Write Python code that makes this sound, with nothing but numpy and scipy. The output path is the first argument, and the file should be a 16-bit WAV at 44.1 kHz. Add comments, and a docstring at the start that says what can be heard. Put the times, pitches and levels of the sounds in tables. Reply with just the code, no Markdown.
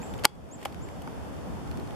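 """In the woods, a woodpecker chisels at a trunk: one hard splintering knock, a softer double knock,
then light pecks and ticks of loose bark. Each impact cracks fibres and excites the trunk's damped modes.
Farther off a small bird whistles three times, over low wind, hiss and a faint drone.
The hard knock overloads the microphone, whose gain control ducks the background and slowly lets it back."""
import sys
import numpy as np
from scipy import signal
from scipy.fft import rfft, irfft
from scipy.io import wavfile
from scipy.ndimage import uniform_filter1d

SR = 44100
rng = np.random.default_rng(int(sys.argv[2]) if len(sys.argv) > 2 else 0)


def store_wav(level_fs):
    """Save 16-bit WAV to argv[1]."""
    pcm = np.round(np.clip(np.atleast_2d(level_fs), -1, 1) * 32767)
    wavfile.write(sys.argv[1], SR, pcm.T.astype(np.int16))


N = 85995

# spectrum of breaking bark (frequency [Hz], relative level [dB])
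BARK_SPECTRUM = [(200, -20), (900, -2), (2300, 4.5), (3500, -0.5), (5500, -6), (9000, -9.5), (13000, -9.5),
                 (15000, -11)]
BARK_COHERENCE = 0.13  # between left and right


def knocks():
    """Impact excitation: a blow cracks the wood and rings its modes, a soft blow mainly the low ones."""
    # blows of the bill (time [s], ring level [dB], crack level [dB], crack rise [s], crack decay [s],
    # crack tilt [dB/octave], ring cutoff [Hz], pitch [ratio], left ring lag [ms])
    blows = [(0.245, -18.5, -14.5, 0.002, 0.0075, -2.5, 1300, 0.99, 0.046),
             (0.2508, -17.5, -15, 0.0017, 0.0023, -5, 2530, 0.96, 0.03),
             (0.2527, -3, 3, 0.000033, 0.001, 3, 14000, 0.97, 0.011),
             (0.6514, -34, -18.5, 0.0013, 0.0025, -0.5, 2500, 0.58, 0.4),
             (0.6555, -14, -24, 0.00011, 0.0038, -3.5, 1050, .93, 0.18),
             (1.0750, -25, -46.5, 0.00064, .002, 3, 1050, 1.03, 0.15)]
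    # modes of the trunk and its bark (frequency [Hz], level [dB], T60 [s])
    modes = [(351.5, -12.5, 0.032), (558, -16.5, 0.024), (860.6, -4, 0.042), (1185, -5.5, 0.022),
             (1445, -2, 0.018), (2308, -9, 0.021), (2443, -12.5, 0.014), (3150, -20, .016),
             (3470, -38.5, 0.29), (4720, 0.5, 0.012), (4920, -39, 0.14), (5050, 1.5, 0.0087),
             (8200, -1.5, 0.0045), (9640, -10, .005)]
    # spectrum of splitting wood (frequency [Hz], relative level [dB])
    crack_spectrum = [(100, -18), (400, 5.5), (1300, -3), (3200, 1.5), (3900, -5.5), (6300, -10),
                      (9500, -7.5), (13000, -15), (15000, -23)]
    # imbalance between the two microphone ports (frequency [Hz], left minus right [dB])
    imbalance = [(200, 0), (600, 0), (1200, 1), (2300, 2.5), (4500, -2.5), (8000, 1), (12500, -9.5)]
    out = np.zeros((2, N))
    for start, ring_db, crack_db, rise, decay, tilt_db, cutoff_hz, pitch, lag_ms in blows:
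        t = np.maximum(np.arange(SR // 4) / SR - np.array([[lag_ms], [0]]) / 1000, 0)
        ring = 0
        for k, (hz, db, t60) in enumerate(modes):
            excitation = (-1) ** k / np.hypot(1, (hz / cutoff_hz) ** 2)
            ring += excitation * amp(db - 60 * t / t60) * np.sin(2 * np.pi * hz * pitch * t)
        add(out, start, amp(ring_db) * ring)
        add(out, start, amp(crack_db) * fracture(crack_spectrum, rise, decay, tilt_db, coherence=0.63))
    lean_db = curve_at(imbalance, np.fft.rfftfreq(N, 1 / SR))
    out = irfft(rfft(out) * amp([lean_db / 2, -lean_db / 2]), N)
    bass_cut = signal.butter(2, 190, "high", fs=SR, output="sos")  # the knocks carry no low thump
    return signal.sosfilt(bass_cut, out)


def fracture(spectrum, rise, decay, tilt_db, coherence, size=2048):
    """Brittle fracture: breaking fibres release a broadband burst that dies within milliseconds."""
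    t = np.arange(size) / SR
    envelope = (1 - np.exp(-t / rise)) * np.exp(-t / decay)
    bins = rfft(correlate(rng.standard_normal((2, size)), coherence) * envelope)
    bins /= np.sqrt(uniform_filter1d(abs(bins) ** 2, size=41, axis=1))  # whiten the burst
    lead = size // 16  # samples ahead of the onset, cut to keep it sharp
    white = np.roll(irfft(bins), lead, axis=1)
    burst = coloured(white, spectrum, tilt_db)[:, lead:]
    return np.pad(burst, ((0, 0), (0, lead))) * np.sqrt(np.mean(envelope ** 2))


def bark_flakes(rise_s=0.00034, ring_decay_s=0.0018, ring_db=-4):
    """Free vibration: each flake snaps off and rings briefly at its own resonance."""
    # snapping flakes (time [s], level [dB], decay [s], tilt [dB/octave], resonance [Hz])
    flakes = [(0.019, -42, 0.0012, 0, 4570), (0.0298, -37.5, 0.0005, 2, 2500),
              (0.1384, -38.5, 0.0027, -0.5, 3520), (0.1793, -43, 0.0017, 2, 6800),
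              (0.1878, -40.5, 0.0034, -4, 3070), (0.1944, -41, 0.0018, 3, 3140),
              (0.2375, -27, .002, 0.5, 4450), (0.354, -47, 0.0021, 7, 7640),
              (0.4895, -47.5, .002, 5.5, 8500), (0.616, -37.5, 0.0035, -12, 3270),
              (0.6266, -37, 0.0054, -4.5, 2710), (0.6307, -39.5, 0.0023, 2.5, 8460),
              (0.6352, -41.5, 0.0022, -7.5, 2600), (0.6524, -25, 0.0021, 4, 3020),
              (0.6556, -18, 0.00087, -9, 2990), (0.7235, -43.5, 0.0058, -0.5, 4600),
              (0.7451, -34, 0.0015, -1.5, 900), (0.8875, -41, 0.0025, -1.5, 2230),
              (1.0191, -38.5, 0.0028, 6, 2960), (1.075, -35, 0.0017, -21, 2250),
              (1.675, -45, 0.0027, 0, 2500), (1.7134, -37.5, 0.0022, -1, 4170),
              (1.7723, -42, 0.0034, 1.5, 3420), (1.7982, -40, 0.0015, 3, 4100),
              (1.874, -43.5, 0.0024, -1, 4300), (1.9075, -40.5, 0.0025, -2.5, 3050)]
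    out = np.zeros((2, N))
    t = np.arange(2048) / SR
    for start, db, decay, tilt_db, hz in flakes:
        ring = amp(ring_db) * np.sin(2 * np.pi * hz * t) * np.exp(-t / ring_decay_s)
        snap = fracture(BARK_SPECTRUM, rise_s, decay, tilt_db, BARK_COHERENCE)
        add(out, start, amp(db) * (ring + snap))
    return out


def bark_scrapes(clicks_per_s=2500):
    """Friction: bill and claws dragged over bark shed swells of tiny random clicks."""
    # scraping strokes (time [s], duration [s], level [dB])
    strokes = [(0.0, 0.2, -60.5), (0.242, 0.0043, -29.5), (0.578, 0.13, -49.5)]
    clicks = rng.standard_normal((2, N)) * (rng.random(N) < clicks_per_s / SR)
    clicks *= amp(-2.5 * rng.uniform(-0.81, 1, N))
    t = np.arange(N) / SR
    swells = sum(amp(db) * np.sqrt(abs(np.sin(np.pi * np.clip((t - start) / length, 0, 1))))
                 for start, length, db in strokes)
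    return swells * coloured(correlate(clicks, BARK_COHERENCE), BARK_SPECTRUM)


def small_bird(waver_depth=0.0078, echo_t60_s=0.55):
    """Frequency modulation: thin whistles arch in pitch, then linger among the trees."""
    # chirps (time [s], duration [s], level [dB], start pitch [Hz], top pitch [Hz], end pitch [Hz],
    # place of the top [0-1], relative echo level [dB])
    chirps = [(0.009, 0.051, -49, 6630, 7750, 7600, .85, 0), (0.508, .056, -41, 6200, 7620, 5930, 0.6, -10),
              (0.81, .052, -52, 6500, 7490, 6670, .64, -1)]
    direct, scattered = np.zeros((2, 2, N))
    for start, length, db, start_hz, top_hz, end_hz, top, echo_db in chirps:
        u = np.arange(0, length, 1 / SR) / length
        rising = (top_hz - start_hz) * abs(1 - u / top) ** 1.3
        falling = (top_hz - end_hz) * abs((u - top) / (1 - top)) ** 2.7
        waver = unit_rms(uniform_filter1d(rng.standard_normal(N), size=60))[:len(u)]
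        hz = (top_hz - np.where(u < top, rising, falling)) * (1 + waver_depth * waver)
        tone = np.sin(2 * np.pi * np.cumsum(hz) / SR) * abs(np.sin(np.pi * u)) ** 0.86
        add(direct, start, amp(db) * tone[None])
        add(scattered, start, amp(db + echo_db) * tone[None])
    return direct + reverberation(scattered, [(1000, echo_t60_s), (10000, echo_t60_s)])


def wind(level_db=-36.5, patch_db=2.5, patch_cutoff_hz=600):
    """Modulated noise: low wind drifts in patches and thins to a smooth hiss in the treble."""
    # spectrum of the wind (frequency [Hz], relative level [dB])
    spectrum = [(15, -49), (25, -1), (38, -10.5), (70, 4.5), (107, -4), (164, -2), (244, -5), (278, -3.5),
                (335, -9.5), (554, -10.5), (824, -13), (2250, -29.5), (3530, -31.5), (3930, -36.5),
                (5120, -36), (11000, -41.5), (14000, -45.5)]
    # likeness of left and right (frequency [Hz], correlation [-1 to 1])
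    likeness = [(40, -0.98), (130, -0.13), (280, -0.077), (620, 0.29), (1350, 0.042), (3000, -0.024),
                (14000, -0.033)]
    frames, hz = N // 512 + 5, np.fft.rfftfreq(2048, 1 / SR)
    real, imag = rng.standard_normal((2, 2, frames, len(hz)))
    drift = uniform_filter1d(rng.standard_normal((frames, len(hz))), size=8, axis=0)
    patches = unit_rms(uniform_filter1d(drift, size=8, axis=1))
    gain = amp(curve_at(spectrum, hz) + patch_db * patches / (1 + hz / patch_cutoff_hz))
    bins = correlate(real + 1j * imag, curve_at(likeness, hz)) * gain
    noise = signal.istft(bins.transpose(0, 2, 1), nperseg=2048, noverlap=1536)[1]
    return amp(level_db) * unit_rms(noise[:, :N])


def drone(centre_hz=75.4, half_width_hz=3.2, level_db=-51.5):
    """Narrowband noise: neighbouring frequencies beat into a faint, wavering, distant hum."""
    hz = np.fft.rfftfreq(N, 1 / SR)
    band = rfft(rng.standard_normal((2, N))) / (1 + ((hz - centre_hz) / half_width_hz) ** 2)
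    return amp(level_db) * unit_rms(irfft(band, N))


def reverberation(x, t60_curve):
    """Scattering from trunks and branches: a diffuse tail, each band decaying at its own rate."""
    hz, t, bins = signal.stft(rng.standard_normal((2, SR // 2)), SR, nperseg=256)
    tail = signal.istft(bins * amp(-60 * t / curve_at(t60_curve, hz)[:, None]), SR, nperseg=256)[1]
    return signal.fftconvolve(x, tail / np.linalg.norm(tail[0]), axes=1)[:, :N]


def coloured(x, spectrum, tilt_db=0):
    """Spectral shaping by a curve and a tilt per octave, at unit rms."""
    hz = np.fft.rfftfreq(x.shape[-1], 1 / SR)
    octaves = np.log2(np.maximum(hz, 500) / 3000)
    return unit_rms(irfft(rfft(x) * amp(curve_at(spectrum, hz) + tilt_db * octaves), x.shape[-1]))


def correlate(pair, likeness):
    """Partial coherence: mixes two independent noises to a given left-right correlation."""
    return np.array([pair[0], likeness * pair[0] + np.sqrt(1 - likeness ** 2) * pair[1]])


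def curve_at(points, hz):
    """Interpolation on a log-frequency axis."""
    f, value = np.transpose(points)
    return np.interp(np.log(hz + 1), np.log(f + 1), value)


def add(mix, start_s, sound):
    """Superposition of a sound on the stereo mix."""
    part = mix[:, round(start_s * SR):][:, :sound.shape[1]]
    part += sound[:, :part.shape[1]]


def amp(db):
    """Decibels to amplitude ratio."""
    return 10 ** (np.asarray(db) / 20)


def unit_rms(x):
    """Normalisation to an rms of one."""
    return x / np.sqrt(np.mean(x ** 2) + 1e-20)


def scene():
    """Superposition of the woodpecker, its near and far echoes, the small bird and the background."""
    # reverberation of nearby surfaces (frequency [Hz], T60 [s])
    near_t60 = [(300, 0.19), (1500, 0.095), (5000, .035), (12000, .025)]
    # reverberation of the woods (frequency [Hz], T60 [s])
    woods_t60 = [(150, 0.6), (1000, 0.31), (3400, 0.25), (7000, 0.21), (14000, 0.14)]
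    pecking = knocks() + bark_flakes() + bark_scrapes()
    echoes = amp(-30) * reverberation(pecking, near_t60) + amp(-29) * reverberation(pecking, woods_t60)
    return pecking + echoes + small_bird() + wind() + drone()


def record(dry):
    """Compression: past a microphone notch, gain falls fast and recovers slowly; overloads clip."""
    notch_hz, notch_width_hz, band_limit_hz = 4002, 210, 14300
    threshold_db, duck_share, attack_s, recovery_s = -17.5, 0.88, 0.0044, 0.34
    notched = signal.lfilter(*signal.iirnotch(notch_hz, notch_hz / notch_width_hz, SR), dry)
    level_db = 10 * np.log10(abs(uniform_filter1d((notched ** 2).mean(0), size=128)) + 1e-12)
    recovery = np.exp(-np.arange(N) / SR / recovery_s)
    held_db = np.maximum.accumulate(np.maximum(level_db - threshold_db, 0) / recovery) * recovery
    pole = np.exp(-1 / (attack_s * SR))
    ducked = notched * amp(-duck_share * signal.lfilter([1 - pole], [1, -pole], held_db))
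    lowpass = signal.firwin(161, band_limit_hz, window=("kaiser", 7), fs=SR)
    return signal.oaconvolve(np.clip(ducked, -1, 1), lowpass[None], "same")


dry = scene()
out = record(dry)
store_wav(out)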